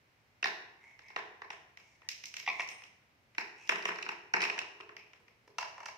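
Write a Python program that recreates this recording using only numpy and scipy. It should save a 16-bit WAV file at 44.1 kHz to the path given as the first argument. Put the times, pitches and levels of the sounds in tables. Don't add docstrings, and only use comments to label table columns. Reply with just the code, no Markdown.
import sys
import numpy as np
from scipy import signal
from scipy.fft import rfft, irfft, next_fast_len
from scipy.io import wavfile
from scipy.ndimage import uniform_filter1d

SR = 44100
rng = np.random.default_rng(int(sys.argv[2]) if len(sys.argv) > 2 else 0)


def output_pcm(signal):
    pcm = np.clip(np.atleast_2d(signal).T, -1, 1) * 32767
    wavfile.write(sys.argv[1], SR, np.round(pcm).astype(np.int16))


N = 263497

# frequency_hz, relative_db
AIR_SPECTRUM = [(18, -62), (30, -20), (53, -19.5), (114, -9.5), (177, -18), (243, -18), (350, -21),
                (897, -21), (1470, -23), (2180, -19), (3490, -29.5), (5450, -28), (6890, -37.5),
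                (8950, -43), (15500, -40)]
# frequency_hz, left_right_correlation
STEREO_LIKENESS = [(60, 0.83), (290, 0.82), (640, 0.5), (1400, -0.15), (3100, 0.12), (15000, -0.2)]
# frequency_hz, t60_s
ROOM_DECAY = [(150, 0.58), (400, 0.8), (1040, 0.74), (2760, 0.65), (5500, 0.54), (8000, 0.54),
              (14000, 0.41)]
# frequency_hz, gain_db
ROOM_COLOUR = [(150, -3.5), (400, 2.5), (1000, -5), (2300, -4.5), (5500, -2.5), (9000, -4.5), (14000, 2.5)]
# start_s, level_db
FLOOR_BUMPS = [(4.805, -52), (4.89, -72), (5.201, -52.5), (5.475, -53)]
# start_s, length_s, pitch_hz, hum_db, rasp_db
RUB_STROKES = [(0.784, 0.12, 2100, -57.5, -74), (1.002, 0.067, 2140, -55.5, -74),
               (1.772, 0.11, 2190, -63, -66.5), (2, 0.045, 1850, -62, -85), (2.325, 0.059, 2230, -58, -56),
               (2.482, 0.15, 2100, -46, -60.5), (3.549, 0.18, 2510, -60, -67), (4.47, 0.13, 2550, -57, -66),
               (4.955, 0.047, 2480, -57, -92), (5.646, 0.26, 2150, -68, -84)]
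# pitch_hz, gain_db, t60_s
BASIN_WALL_MODES = [(181, -20, 0.28), (336.4, -15.5, 0.33), (389.5, -9, 0.22), (421.3, -12.5, 0.46),
                    (489.6, -13.5, 0.42)]

# start_s, strength_db, hardness_db
HOOK_TAPS = [(5.476, -62, 1), (5.583, -34, 1.5), (5.626, -40, -1), (5.778, -52, -5), (5.803, -50, -2.5),
             (5.83, -53, -2), (5.857, -41.5, 2), (5.884, -47, 0)]
ROD_HITS = [(2.463, -41, 5), (2.475, -28.5, -4.5), (2.4865, -30.5, -1), (2.4995, -34, 0.5),
            (2.595, -31.5, -4), (2.603, -34, 1.5), (2.618, -46.5, 8.5)]
REEL_CLICKS = [(1.084, -58, 1), (1.772, -50, -4.5), (2.018, -59, -12), (2.088, -38.5, 6), (2.105, -57, 2),
               (2.238, -44.5, 2), (2.256, -55.5, 14), (2.34, -43.5, 0), (2.367, -41, 2), (2.399, -45, 1),
               (2.675, -49.5, -1), (2.688, -41, -1), (2.82, -54, -5.5), (2.837, -51, -2),
               (3.349, -55.5, -6), (3.674, -52.5, 3), (4.966, -45.5, -4.5), (5.133, -55, -6),
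               (5.281, -58.5, -7.5)]
STARFISH_HITS = [(.427, -29.5, -2.5), (4.026, -38.5, 6), (4.437, -30, 1), (4.498, -29.5, -3),
                 (4.589, -32, 3.5), (4.807, -46.5, -0.5)]
CATCH_HITS = [(.442, -27.5, 3.5), (.456, -32, -1.5), (.991, -54, 2), (1.102, -53, -2.5),
              (1.161, -32.5, -2.5), (1.418, -43.5, -4.5), (1.503, -40, 0)]
TUMBLE_HITS = [(3.381, -29.5, 2), (3.692, -23.5, 1.5), (3.72, -42.5, -11), (3.757, -36, 0), (3.825, -47, 9),
               (3.854, -29, 1), (3.888, -33, -1.5), (3.904, -40, -4.5), (3.958, -44, 4.5),
               (3.986, -40.5, 0.5), (4.063, -40.5, -3.5), (4.089, -33, 0), (4.337, -23.5, -0.5),
               (4.348, -38.5, -4.5), (4.366, -36, -1.5), (4.405, -32.5, 3), (4.418, -32.5, 7.5),
               (4.426, -28.5, 2.5), (4.45, -32.5, 0), (4.578, -38, -1), (4.614, -46.5, -1),
               (4.801, -49.5, -5.5), (4.891, -50, -4)]

# pitch_hz, width_hz, gain_db
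HOOK_MODES = [(684, 420, -10), (986, 110, 13.5), (1400, 170, -1), (1650, 320, -2.5), (2300, 170, -1),
              (2670, 170, -0.5), (4920, 1160, 2), (5830, 910, 2), (13400, 1600, -15.5)]
ROD_MODES = [(705, 91, -14), (1076, 99, -1), (1962, 210, 8.5), (2277, 320, 10), (2670, 230, 5),
             (3340, 440, -6), (5550, 650, -7), (12900, 1800, -21.5)]
REEL_MODES = [(960, 140, -24), (1950, 295, -0.5), (2420, 540, 1.5), (3910, 1000, 0.5), (5110, 500, 11),
              (5880, 1090, 5.5), (11300, 240, -4.5), (13200, 2900, -8)]
STARFISH_MODES = [(400, 54, -14), (1060, 130, -10), (1880, 370, -16), (2520, 240, 0.5), (2830, 350, -4),
                  (3750, 530, -4.5), (5450, 600, -2.5), (12500, 3000, -22)]
CATCH_MODES = [(323, 280, -5), (477, 116, 0.5), (713, 190, -5.5), (1040, 170, 1.5), (1410, 230, -4),
               (1840, 276, 4.5), (2566, 870, -4.5), (3670, 510, -7), (5440, 760, -8), (12700, 1400, -22.5)]
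TUMBLE_MODES = [(176, 190, -8.5), (394, 68, 2), (695, 100, -10), (902, 140, 3.5), (1064, 500, 1.5),
                (1500, 380, 2), (1907, 243, 7.5), (2360, 377, 7.5), (2653, 492, 4.5), (3875, 660, -6),
                (5360, 554, -0.5), (13900, 1200, -13.5)]

# low_hz, high_hz
REGISTERS = [(150, 650), (650, 1500), (1500, 3000), (3600, 16500)]
HARDNESS_TILT = [-1.13, -1.05, 0.13, 1.19]
# thump_db, knock_db, clack_db, snap_db
HOOK_VOICE = [-12.5, -1, -1.5, -4.5]
ROD_VOICE = [-21.5, -10, 0, -10]
REEL_VOICE = [-25.5, -13.5, 0, -1.5]
STARFISH_VOICE = [-25, -10, -0.5, -10]
CATCH_VOICE = [-21.5, -5.5, -1, -8]
TUMBLE_VOICE = [-18.5, -5, -1, -10.5]


def from_db(db):
    return 10 ** (np.asarray(db) / 20)


def unit_rms(x):
    return x / np.sqrt(np.mean(x ** 2) + 1e-20)


def at_hz(points, hz):
    points_hz, values = np.transpose(points)
    return np.interp(np.log(hz + 1e-9), np.log(points_hz), values)


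def band(x, low_hz, high_hz, order=3):
    sos = signal.butter(order, [low_hz, high_hz], "band", fs=SR, output="sos")
    return signal.sosfilt(sos, x + 1e-18)


def resonate(x, hz, width_hz):
    radius = np.exp(-np.pi * width_hz / SR)
    feedback = [1, -2 * radius * np.cos(2 * np.pi * hz / SR), radius ** 2]
    return signal.lfilter(np.array([1, 0, -1]) * (1 - radius ** 2) / 2, feedback, x + 1e-18)


def add(track, start_s, sound):
    i = max(round(start_s * SR), 0)
    track[..., i:i + sound.shape[-1]] += sound[..., :max(N - i, 0)]


def envelope(start_s, length_s, attack_s, release_s):
    t = np.arange(N) / SR - start_s
    return np.clip(t / attack_s, 0, 1) * np.exp(-np.clip((t - length_s) / release_s, 0, 20))


def diffuse_spectrum(size):
    hz = np.arange(size // 2 + 1) * SR / size
    mid, side = rfft(rng.standard_normal((2, size)))
    likeness = np.clip(at_hz(STEREO_LIKENESS, hz), -1, 1)
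    return hz, (np.sqrt(1 + likeness) * mid + np.sqrt(1 - likeness) * side * [[1], [-1]]) / np.sqrt(2)


def room_tone(level_db=-69.5):
    hz, spectrum = diffuse_spectrum(next_fast_len(N + N % 2, True))
    air = irfft(spectrum * from_db(at_hz(AIR_SPECTRUM, hz)))[:, :N]
    return from_db(level_db) * unit_rms(band(air, 38, 15000))


def tiled_room(send, size=2 ** 15, lumps_db=1.5):
    t = np.arange(size) / SR
    hz, spectrum = diffuse_spectrum(size)
    spectrum = spectrum * from_db(at_hz(ROOM_COLOUR, hz))
    centres_hz, decays_s = np.transpose(ROOM_DECAY)
    tail = 0
    for solo, t60_s in zip(np.eye(len(centres_hz)), decays_s):
        crossover = at_hz(np.c_[centres_hz, solo], hz)
        tail = tail + irfft(spectrum * crossover) * from_db(-60 * t / t60_s)
    swell = from_db(np.interp(t, [0, .004, .013, .018, .028, .04], [-40, -2, -2, 0, 4.5, 0]))
    lumps = unit_rms(uniform_filter1d(rng.standard_normal(size), 64))
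    tail = tail * swell * from_db(lumps_db * lumps * np.exp(-t / 0.14))
    return signal.fftconvolve(send[None], tail / np.sqrt(0.034 * SR), axes=1)[:, :N]


def floor_bumps(decay_s=0.0078):
    t, out = np.arange(SR // 5) / SR, np.zeros(N)
    for start_s, level_db in FLOOR_BUMPS:
        thud = unit_rms(resonate(rng.standard_normal(len(t)), hz=390, width_hz=110))
        add(out, start_s, from_db(level_db) * np.exp(-t / decay_s) * thud)
    return out


def rod_squeak(pitch_hz=8680, width_hz=330, gain_db=-56.5):
    friction = resonate(rng.standard_normal(N), pitch_hz, width_hz)
    tone = unit_rms(resonate(friction, pitch_hz, 2 * width_hz))
    swell = envelope(start_s=2.688, length_s=0.025, attack_s=0.025, release_s=0.039)
    return from_db(gain_db) * swell * tone


def rubbing(slips_per_s=700, uneven_db=3.0, rasp_hz=5500, grip_db=2, grip_s=0.025):
    slipping = rng.random(N) < slips_per_s / SR
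    slip_sizes = from_db(uneven_db * np.minimum(rng.exponential(1, N), 4))
    slips = slipping * slip_sizes * rng.choice([-1, 1], N)
    housing = from_db(-12) * unit_rms(resonate(slips, hz=880, width_hz=160))
    rasp = unit_rms(resonate(resonate(slips, rasp_hz, 1300), rasp_hz, 2600))
    grip = from_db(grip_db * unit_rms(uniform_filter1d(rng.standard_normal(N), int(grip_s * SR))))
    out = np.zeros(N)
    for start_s, length_s, pitch_hz, hum_db, rasp_db in RUB_STROKES:
        shaft = unit_rms(resonate(resonate(slips, pitch_hz, 300), pitch_hz, 500))
        stroke = envelope(start_s, length_s, attack_s=0.039, release_s=0.064)
        out += stroke * (from_db(hum_db) * (shaft + housing) + from_db(rasp_db) * rasp)
    return grip * out


def basin_ring():
    t, out = np.arange(SR // 2) / SR, np.zeros(N)
    for hits, voice in (CATCH_HITS, CATCH_VOICE), (TUMBLE_HITS, TUMBLE_VOICE):
        for start_s, strength_db, hardness_db in hits:
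            thump_db = strength_db + voice[0] + HARDNESS_TILT[0] * hardness_db
            signs = rng.choice([-1, 1], len(BASIN_WALL_MODES))
            for sign, (pitch_hz, gain_db, t60_s) in zip(signs, BASIN_WALL_MODES):
                decay = from_db(thump_db + gain_db - 60 * t / t60_s)
                add(out, start_s, sign * decay * np.sin(2 * np.pi * pitch_hz * t))
    return out


def plastic_hits(hits, modes, voice, send_db, chatter_s, slap_s, slap_db,
                 left_lag_s, spread, lowpass_hz, crack_db):
    starts_s, strength_db, hardness_db = np.transpose(hits)
    t = np.arange(1536) / SR
    slap = from_db(slap_db) * (t > slap_s) * np.exp(-np.abs(t - slap_s) / chatter_s)
    push = np.exp(-t / chatter_s) + slap
    chatter = push * rng.standard_normal((len(hits), 3, len(t)))
    force = chatter[:, 2:] + spread * band(chatter, 900, 16000, order=2)
    force[:, 2] = t == 0
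    favour = from_db(1.5 * rng.standard_normal((len(hits), len(modes))))
    body = from_db(crack_db) * force
    for k, (pitch_hz, width_hz, gain_db) in enumerate(modes):
        mode_gain = (-1) ** k * from_db(gain_db) * favour[:, k, None, None]
        body = body + mode_gain * resonate(force, pitch_hz, width_hz)
    body = signal.sosfilt(signal.butter(2, lowpass_hz, fs=SR, output="sos"), body)
    blows = 0
    for (low_hz, high_hz), voice_db, tilt in zip(REGISTERS, voice, HARDNESS_TILT):
        register = band(body, low_hz, high_hz, order=4)
        power = np.sum(register ** 2, axis=2, keepdims=True) / (.007 * SR)
        gain = from_db(strength_db + voice_db + tilt * hardness_db)
        blows = blows + register / np.sqrt(power) * gain[:, None, None]
    direct, send = np.zeros((2, N)), np.zeros(N)
    for start_s, (left, right, to_room) in zip(starts_s, blows):
        late_left = np.interp(t - left_lag_s, t, left, left=0)
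        add(direct, start_s, np.array([late_left, right]))
        add(send, start_s, to_room * from_db(send_db))
    return direct, send


def scene():
    catch = plastic_hits(
        CATCH_HITS, CATCH_MODES, CATCH_VOICE, send_db=1.0, chatter_s=0.0016, slap_s=0.0029,
        slap_db=-6.5, left_lag_s=0.0002, spread=1.0, lowpass_hz=5860, crack_db=-43)
    tumble = plastic_hits(
        TUMBLE_HITS, TUMBLE_MODES, TUMBLE_VOICE, send_db=0.27, chatter_s=0.0013, slap_s=0.004,
        slap_db=-7.5, left_lag_s=0.00019, spread=1.0, lowpass_hz=5640, crack_db=-31.5)
    starfish = plastic_hits(
        STARFISH_HITS, STARFISH_MODES, STARFISH_VOICE, send_db=-2.0, chatter_s=0.0011, slap_s=0.0027,
        slap_db=-4.5, left_lag_s=0.0004, spread=0.68, lowpass_hz=6000, crack_db=-26.5)
    reel = plastic_hits(
        REEL_CLICKS, REEL_MODES, REEL_VOICE, send_db=0.5, chatter_s=0.0012, slap_s=0.0032,
        slap_db=-7.5, left_lag_s=0.00008, spread=6.1, lowpass_hz=8900, crack_db=-26.5)
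    rod = plastic_hits(
        ROD_HITS, ROD_MODES, ROD_VOICE, send_db=-1.3, chatter_s=0.0033, slap_s=0.0014,
        slap_db=-12.0, left_lag_s=0.00003, spread=0.37, lowpass_hz=7500, crack_db=-42)
    hook = plastic_hits(
        HOOK_TAPS, HOOK_MODES, HOOK_VOICE, send_db=1.8, chatter_s=0.0032, slap_s=0.0019,
        slap_db=-7.0, left_lag_s=0.00001, spread=0.72, lowpass_hz=6950, crack_db=-30.5)
    direct, send = (sum(bus) for bus in zip(catch, tumble, starfish, reel, rod, hook))
    handling = rubbing() + rod_squeak() + floor_bumps()
    ring = basin_ring()
    wash = tiled_room(send + from_db(-2.0) * handling + ring)
    return direct + from_db(-6.5) * handling + from_db(1.5) * ring + wash + room_tone()


def record(dry, left_dip_db=-7.0, right_dip_db=-2.0, cutoff_hz=15700):
    presence = resonate(dry, hz=5000, width_hz=2200)
    dipped = dry + (from_db([[left_dip_db], [right_dip_db]]) - 1) * presence
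    return signal.sosfilt(signal.ellip(10, .1, 70, cutoff_hz, fs=SR, output="sos"), dipped)


dry = scene()
out = record(dry)
output_pcm(out)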